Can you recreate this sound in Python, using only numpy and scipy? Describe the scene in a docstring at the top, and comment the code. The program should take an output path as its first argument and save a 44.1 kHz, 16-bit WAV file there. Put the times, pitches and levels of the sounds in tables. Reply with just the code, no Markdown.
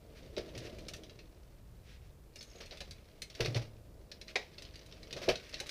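"""A wooden drawer of tools and wires scrapes open in a small workshop; the tools bump, shift and clink.
A hand lifts out a round plastic-cased gadget, sets it on the shelf above, then digs among the wires again,
knocking loose parts together. Knocks and clinks are fading sine waves and noise; rubbing is many tiny puffs
of noise. Short room echoes surround them, over a low rumble and smooth hiss."""
import sys
import numpy as np
from scipy import signal
from scipy.fft import rfft, irfft
from scipy.io import wavfile
from scipy.ndimage import uniform_filter1d

SR = 44100
rng = np.random.default_rng(int(sys.argv[2]) if len(sys.argv) > 2 else 0)


def int16_out(signal):
    """Quantize to a 16-bit WAV file."""
    q = np.round(np.clip(np.atleast_2d(signal).T, -1, 1) * 32767)
    wavfile.write(sys.argv[1], SR, q.astype(np.int16))


N = 251370  # length of the scene in samples
RING_T = np.arange(SR // 2) / SR  # half a second of time since a contact, in seconds

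# Tone of small parts touching. Each row: frequency in Hz, relative gain in dB.
CLINK_COLOUR = [(200, -20), (900, -21), (1300, -2.5), (2200, 5.5), (3200, 5), (4300, 7.5), (5800, 2.5),
                (6700, -10.5), (7800, -19), (15000, -70)]
# Tone of the drawer's wood. Each row: frequency in Hz, relative gain in dB.
WOOD_COLOUR = [(60, -25), (130, -0.5), (200, -4.5), (300, -2), (450, -1.5), (640, -2.5), (780, -16),
               (1200, -28), (4000, -50.5)]
# Bumps that knock the panels and set the contents clattering. Each row: start in seconds,
# level of the first knock in dB, pitch factor, clatter level in dB, settling time in seconds.
BUMPS = [(0.372, -34.5, 0.92, -39, 0.014), (0.648, -49, 0.95, -52.5, 0.014), (2.55, -56, 1.04, -64, 0.016),
         (2.598, -55, 0.96, -45, 0.019), (2.715, -53, 1.1, -47.5, 0.031), (2.808, -53, 1.12, -49.5, 0.0051),
         (3.398, -33.5, 0.94, -30, 0.017), (3.452, -38, 0.97, -35, 0.011), (3.551, -39.5, 1.09, -36, 0.016),
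         (3.611, -58, 1.2, -48, 0.028), (4.3562, -42.5, 1.17, -48, 0.017), (5.159, -49, 1.1, -40.5, 0.026),
         (5.211, -51, 0.86, -38.5, 0.03), (5.2801, -25, 1.0, -25, 0.015), (5.524, -72, 0.76, -47.5, 0.01),
         (5.609, -47.5, 1.19, -57, 0.015)]
# A hard plastic part snapping down and bouncing. Each row: start in seconds, level of its ring in dB.
SNAPS = [(4.3564, -32), (4.3607, -31), (4.37, -46)]


def undb(db):
    """Turn decibels into a plain multiplying gain."""
    return 10 ** (np.asarray(db) / 20)


def level(x, db):
    """Set the average (rms) strength of a lasting sound."""
    return x * undb(db) / np.std(x)


def hit_level(x, db):
    """Set a blow's energy to that of a 10 ms sound at the given level."""
    energy = np.sum(x ** 2)
    return x * undb(db) / np.sqrt(energy / (SR * .01))


def add(out, s, x):
    """Mix x into out from time s on, cutting whatever runs past the end."""
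    i = max(int(s * SR), 0)
    out[i:i + len(x)] += x[:max(len(out) - i, 0)]


def colour(x, points, size=8192):
    """Shape the tone through points of Hz and dB, with a filter that never sounds ahead of its input."""
    hz, db = np.transpose(points)
    bins_hz = np.arange(size // 2 + 1) * SR / size
    gain_db = np.interp(np.log(bins_hz + 1), np.log(hz), db)
    # folding the cepstrum to one side gives the quickest response with these gains
    cepstrum = irfft(np.log(undb(gain_db)))[:size // 2]
    cepstrum[1:] *= 2
    response = irfft(np.exp(rfft(cepstrum, size)))
    return signal.fftconvolve(x, response)[:len(x)]


def fade(t60):
    """Die away steadily, by 60 dB in t60 seconds."""
    return np.exp(-np.log(1000) * RING_T / max(t60, 1e-3))


def burst(t60):
    """Fading noise, standing for countless weak vibrations that die together."""
    return rng.standard_normal(len(RING_T)) * fade(t60)


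def ring(modes, pitch=1):
    """Add fading sine waves from rows of Hz, dB and t60; every other one starts in the opposite direction."""
    total = 0
    for k, (hz, db, t60) in enumerate(modes):
        wave = np.sin(2 * np.pi * hz * pitch * RING_T)
        total = total + (-1) ** k * undb(db) * fade(t60) * wave
    return total


def grains(rate, uneven_db, t60, n):
    """Tiny random contacts of uneven size, each a fresh puff of noise; rate is contacts per second."""
    sizes = undb(uneven_db * np.minimum(rng.exponential(size=n), 3))
    contacts = sizes * (rng.random(n) < rate / SR)
    power = signal.fftconvolve(contacts ** 2, fade(t60) ** 2)[:n]
    return np.sqrt(np.abs(power)) * rng.standard_normal(n)


def walk(rate):
    """A smoothly drifting random value with a spread of 1, given rate new targets per second."""
    k = int(SR / rate)
    held = np.repeat(rng.standard_normal(N // k + 1), k)
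    return level(uniform_filter1d(held, k)[:N], 0)


def own_peaks(count, patchy_db):
    """Give one part its own random peaks and hollows, as rows of Hz and dB."""
    return np.column_stack([np.geomspace(1200, 9000, count), patchy_db * rng.standard_normal(count)])


def clink(hz, t60, tick_db=-7, partials_db=-6, main_db=-9, bounce_db=-7, patchy_db=3, count=26):
    """One small part: a tick, a dense crack, a quick bounce, its main ring and many unrelated higher tones."""
    partials_hz = rng.uniform(1705, 6900, count)
    partials = zip(partials_hz, 3 * rng.standard_normal(count), t60 * (1 + rng.random(count)))
    crack = hit_level(burst(t60), 0) + hit_level(burst(0.0013), tick_db)
    bounce_s = rng.uniform(0.00207, 0.016)
    add(crack, bounce_s, hit_level(burst(0.1), bounce_db))
    tone = hit_level(ring(partials), partials_db)
    tone += hit_level(ring([(hz, 0, t60)]), main_db)
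    return colour(colour(crack, own_peaks(count, patchy_db)) + tone, CLINK_COLOUR)


def tools(wood_t60=0.19, sparkle_sustain=1.25):
    """Each contact rings the part, sparkles on top and taps the wood that it lies on."""
    # Tools and small parts touching. Each row: start in seconds, level of the part in dB,
    # main ring in Hz, sparkle in dB relative to that level.
    contacts = [(0.366, -44, 3900, -28), (0.5517, -50.5, 1910, -32), (0.577, -47, 5800, -6.5),
                (0.7855, -54, 2390, -8.5), (0.8842, -43.5, 5340, -6.5), (0.936, -45, 3546, -7.5),
                (0.9635, -57, 3200, -5), (1.035, -53, 3380, -13), (1.0957, -54, 3940, -32),
                (1.19, -54, 2700, -34), (2.358, -50.5, 2820, -6), (2.409, -49, 4380, -13),
                (2.4273, -53, 5100, -3.5), (2.6589, -56.5, 4300, -6), (2.71, -48, 3830, -25),
                (2.772, -51.5, 3540, -12), (2.8052, -43.5, 4000, -12.5), (2.9093, -48, 4700, -8.5),
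                (3.219, -41, 4240, -6), (3.3004, -52, 5400, -13), (3.3505, -49.5, 4600, -11),
                (3.4476, -38.5, 2500, -19), (3.5458, -38.5, 4370, -20), (4.1157, -46, 4280, -15),
                (4.2138, -47.5, 4010, -12.5), (4.2816, -49, 4000, -27), (4.583, -47.5, 4400, -19),
                (4.6218, -49.5, 3960, -9), (4.6511, -52, 4300, -27), (4.7567, -51, 4010, -13),
                (4.862, -58.5, 4000, -6), (4.9244, -52, 3700, -28), (5.031, -51.5, 4010, -17),
                (5.1083, -49, 2960, -19), (5.1278, -40.5, 2490, -12.5), (5.3562, -40, 3820, -18),
                (5.4934, -54.5, 5150, -7), (5.5418, -39, 4310, -18), (5.601, -38, 3950, -8.5),
                (5.667, -51, 3830, -6), (5.6924, -41, 4100, -11)]
    # Tone of the sparkle. Each row: frequency in Hz, relative gain in dB.
    sparkle_colour = [(3000, -73), (6000, 18.5), (7500, 7), (9300, 9), (11000, 1.5), (15000, -4)]
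    # loose parts ring freely until the hand digs in among them and damps them
    free_t60_s, damped_t60_s, hand_in_s = 0.065, 0.048, 3.6
    # a middling part taps the wood this far below its own level; lower, heavier parts tap harder
    middling_hz, middling_tap_db, tap_db_per_octave = 4000, -11.5, 10
    out = np.zeros(N)
    for s, db, hz, bright_db in contacts:
        t60 = free_t60_s if s < hand_in_s else damped_t60_s
        sparkle = colour(burst(sparkle_sustain * t60), sparkle_colour)
        wood = colour(burst(wood_t60), WOOD_COLOUR)
        tap_db = middling_tap_db + tap_db_per_octave * np.log2(middling_hz / hz)
        add(out, s, hit_level(clink(hz, t60), db))
        add(out, s, hit_level(sparkle, db + bright_db))
        add(out, s, hit_level(wood, db + tap_db))
    return out


def knocks(count=3):
    """Hollow knocks on the drawer's panels, each rebounding ever weaker and a little higher."""
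    # The drawer's panels. Each row: frequency in Hz before the pitch factor, relative level in dB,
    # time to fade by 60 dB in seconds.
    panel_modes = [(118, -19, .15), (230, -12, .08), (283, -11, .07), (344, -4, .09), (446, 0, .09),
                   (520, -6, .07), (653, -4, .09)]
    rebound_s, rebound_db, rebound_rise = 0.0112, -5, 0.076  # rise is a fraction of the first pitch
    out = np.zeros(N)
    for s, db, pitch, _, _ in BUMPS:
        for k in range(count):
            knock = ring(panel_modes, pitch * (1 + k * rebound_rise))
            add(out, s + k * rebound_s, hit_level(knock, db + k * rebound_db))
    return out


def clatters(contacts_per_s=1100, uneven_db=4, contact_t60=0.064, lag_s=0.005):
    """Just after a bump many edges of the contents strike close together, ever more weakly."""
    # Tone of the clatter. Each row: frequency in Hz, relative gain in dB.
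    clatter_colour = [(300, -0.5), (600, 10), (800, -6.5), (1050, -4.5), (1350, -4), (2400, 1.5),
                      (3300, -3), (4400, -0.5), (5800, -4), (7300, -20.5), (9300, -21.5), (15000, -29)]
    out = np.zeros(N)
    for s, _, _, db, settle_s in BUMPS:
        run = grains(contacts_per_s, uneven_db, contact_t60, len(RING_T))
        run = run * np.exp(-RING_T / settle_s)
        add(out, s + lag_s, hit_level(colour(run, clatter_colour), db))
    return out


def clanks():
    """A loose metal part clanks against the tools, ringing in many close tones."""
    # Each row: start in seconds, level in dB.
    strikes = [(5.289, -35), (5.2932, -37)]
    # Ring of the metal. Each row: frequency in Hz, relative level in dB, time to fade by 60 dB in seconds.
    metal_modes = [(1280, 0, 0.055), (2040, 0, 0.065), (2370, -5, 0.059), (2600, 3, 0.075),
                   (3040, 3, 0.074), (2990, -10, 0.11), (3880, -1, 0.12), (3920, -7, .09),
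                   (4130, -1, 0.065), (4450, 1, 0.077)]
    out = np.zeros(N)
    for s, db in strikes:
        add(out, s, hit_level(ring(metal_modes), db))
    return out


def snap_rings():
    """The hard plastic part rings in its own tones as it snaps down."""
    # Ring of the plastic. Each row: frequency in Hz, relative level in dB, time to fade by 60 dB in seconds.
    snap_modes = [(535, -1, 0.04), (600, -27, 0.068), (795, -15, 0.072), (1620, -14, .045),
                  (1820, -1, 0.041), (2020, 2, 0.054), (2234, 8.5, 0.037), (2480, 8.5, 0.018),
                  (2570, -14, 0.037), (3050, -19, .05), (3475, -15, 0.038), (3980, -17, 0.055),
                  (5500, -21, 0.051), (6270, -17, 0.054)]
    out = np.zeros(N)
    for s, db in SNAPS:
        add(out, s, hit_level(ring(snap_modes), db))
    return out


def snap_cracks(crack_db=-2, t60=0.055, tail_db=-12, tail_t60=0.33):
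    """The dense part of the plastic snap: a short crack and the shiver of whatever lies around it."""
    # Tone of the crack. Each row: frequency in Hz, relative gain in dB.
    snap_colour = [(150, -20), (520, 4), (820, 3), (1250, -10.5), (2200, 4), (2900, -4), (4000, -1),
                   (5700, -7), (7500, -21), (15000, -40)]
    out = np.zeros(N)
    for s, db in SNAPS:
        crack = hit_level(burst(t60), 0) + hit_level(burst(tail_t60), tail_db)
        add(out, s, hit_level(colour(crack, snap_colour), db + crack_db))
    return out


def thuds(rise_s=0.032):
    """The cabinet takes a few cycles to swing up under a soft heavy load, then hums on faintly."""
    # The gadget's weight landing on the shelf, or the drawer bumping its cabinet.
    # Each row: start in seconds, level in dB.
    landings = [(0.562, -42), (3.401, -33), (3.474, -29.5), (3.553, -26)]
    # Ring of shelf and cabinet. 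Each row: frequency in Hz, relative level in dB,
    # time to fade by 60 dB in seconds.
    shelf_modes = [(118.5, 14.5, 0.082), (110.6, -30.5, 1), (136, -9.5, 0.17), (180, -25, 0.13),
                   (313, -19.5, 0.21)]
    swing_up = (1 - np.exp(-RING_T / rise_s)) ** 2
    out = np.zeros(N)
    for s, db in landings:
        add(out, s, hit_level(ring(shelf_modes) * swing_up, db))
    return out


def stirring(t):
    """Strength in dB of scratch and rumble at time t, over the three movements of the hand."""
    # Drawer pulled, gadget lifted out, wires dug through. Each row: time in seconds,
    # scratch in dB, rumble of the wood in dB, both before the trims of the sounds that follow them.
    pull = [(0.0, -73, -64), (0.16, -66.5, -59), (0.356, -63, -56), (0.548, -57, -49.5), (0.85, -61, -54),
            (1.038, -66, -57.5), (1.22, -70, -63.5), (1.6, -74.5, -69)]
    lift = [(2.25, -77, -69.5), (2.374, -70, -65.5), (2.582, -59, -64), (3.246, -70.5, -66),
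            (3.432, -52.5, -58), (3.51, -54.5, -46.5), (3.64, -71, -59), (3.8, -73, -64)]
    dig = [(4.05, -75, -62.5), (4.154, -73, -61.5), (4.334, -63, -62), (4.9, -60.5, -60), (5.13, -62, -57),
           (5.248, -53.5, -55.5), (5.562, -55.5, -63.5), (5.7, -52.5, -62)]
    s, scratch, rumble = np.concatenate([pull, lift, dig]).T
    return np.interp(t, s, scratch), np.interp(t, s, rumble)


def rubbing(slips_per_s=500, uneven_db=0.5, slip_t60=0.052, scratch_db=-4, rumble_db=-1):
    """Dense uneven slips scratch the contents and make the drawer's wood rumble; slides hiss more smoothly."""
    # Tone of rubbing. Each row: frequency in Hz, relative gain in dB.
    rub_colour = [(300, -64), (1000, -3.5), (2200, 7), (3200, 3.5), (4300, 3), (5700, -1), (7500, -12),
                  (15000, -22)]
    # Short slides of the drawer, of fingers over its edge, of wires.
    # Each row: middle in seconds, length in seconds, level in dB.
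    slides = [(0.18, 0.068, -63), (0.256, .16, -71), (0.65, 0.098, -58.5), (1.914, 0.17, -65.5),
              (2.051, 0.11, -74), (4.298, 0.06, -57.5)]
    scratch, rumble = stirring(np.arange(N) / SR)
    slips = grains(slips_per_s, uneven_db, slip_t60, N)
    out = level(colour(slips, rub_colour), scratch_db) * undb(scratch)
    out += level(colour(slips, WOOD_COLOUR), rumble_db) * undb(rumble)
    for middle, length, db in slides:
        n = int(length * SR)
        hiss = colour(rng.standard_normal(n), rub_colour) * np.hanning(n) ** .5
        add(out, middle - length / 2, level(hiss, db))
    return out


def wires(tick_db=-2, uneven_db=2.5, t60=0.029, patchy_db=5, count=150, size=12):
    """Wire ends flick their neighbours, each with its own tone, harder when the contents are stirred more."""
    out = np.zeros(N)
    for s in rng.uniform(0, N / SR, count):
        scratch, _ = stirring(s)
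        flick = colour(burst(t60)[:SR // 16], own_peaks(size, patchy_db))
        flick = colour(flick, CLINK_COLOUR)
        force_db = uneven_db * np.clip(rng.standard_normal(), -2, 2)
        add(out, s, hit_level(flick, scratch + tick_db + force_db))
    return out


def squeaks(slips_per_s=160, scatter=0.023, uneven_db=4, slip_t60=0.025):
    """Each squeak is a halting string of slips, every slip a tiny ping scattered around one pitch."""
    # Soft whines of rubbing plastic as the gadget is gripped and dragged free.
    # Each row: start in seconds, length in seconds, central pitch in Hz, level in dB.
    whines = [(2.388, 0.035, 5280, -50.5), (2.399, 0.2, 6480, -55), (2.499, 0.016, 5570, -61)]
    out = np.zeros(N)
    for s, length_s, hz, db in whines:
        string = np.zeros(len(RING_T))
        slips = rng.standard_normal((int(length_s * slips_per_s) + 1, 3))
        for k, (delay, detune, force) in enumerate(slips):
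            ping = ring([(hz, uneven_db * force, slip_t60)], 1 + scatter * detune)
            add(string, (k + delay / 2) / slips_per_s, ping)
        add(out, s, hit_level(string, db))
    return out


def workshop(x, wet_db=-12, t60=0.2, build_s=0.0061, boom_db=-10, boom_t60=0.7):
    """A small cluttered room: a short blurred echo added to the sound, with the bass lingering longest."""
    build_up = (1 - np.exp(-RING_T / build_s)) ** 2
    room_colour = [(100, 12.5), (500, 4.5), (1500, 2.5), (5000, 1), (12000, -1.5)]  # Hz, relative dB
    tail = colour(burst(t60) * build_up, room_colour)
    low_pass = signal.butter(2, 250, fs=SR, output="sos")
    tail += undb(boom_db) * signal.sosfilt(low_pass, burst(boom_t60))
    tail = tail / np.sqrt(np.sum(tail ** 2))
    return x + undb(wet_db) * signal.fftconvolve(x, tail)[:N]


def background(air_db=-56, waver_db=-2.15):
    """Filtered noise gives a low rumble under smooth hiss; only the lows waver gently."""
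    # Tone of the background. Each row: frequency in Hz, relative gain in dB.
    air_colour = [(12, -37.5), (20, -7.5), (59, -4), (87, -10.5), (135, -13.5), (235, -25), (256, -27.5),
                  (387, -25.5), (587, -31), (2040, -42), (2220, -44), (3650, -46), (3970, -46), (5090, -46),
                  (15000, -47.5)]
    air = level(colour(rng.standard_normal(N), air_colour), air_db)
    low = signal.sosfilt(signal.butter(1, 300, fs=SR, output="sos"), air)
    return air + low * (undb(waver_db * walk(6.7)) - 1)


def scene():
    """The contents sound into the room; close blows get a little less echo and the low thuds none."""
    contents = tools() + clatters() + snap_cracks() + rubbing() + wires() + squeaks()
    blows = knocks() + clanks() + snap_rings()
    mix = workshop(contents) + workshop(blows, wet_db=-14.0) + thuds() + background()
    return mix[None]  # one channel


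def record(dry):
    """Cut the extreme treble steeply with a low-pass filter."""
    top_hz = 15450
    return signal.sosfilt(signal.ellip(10, .2, 70, top_hz, fs=SR, output="sos"), dry)


dry = scene()
out = record(dry)
int16_out(out)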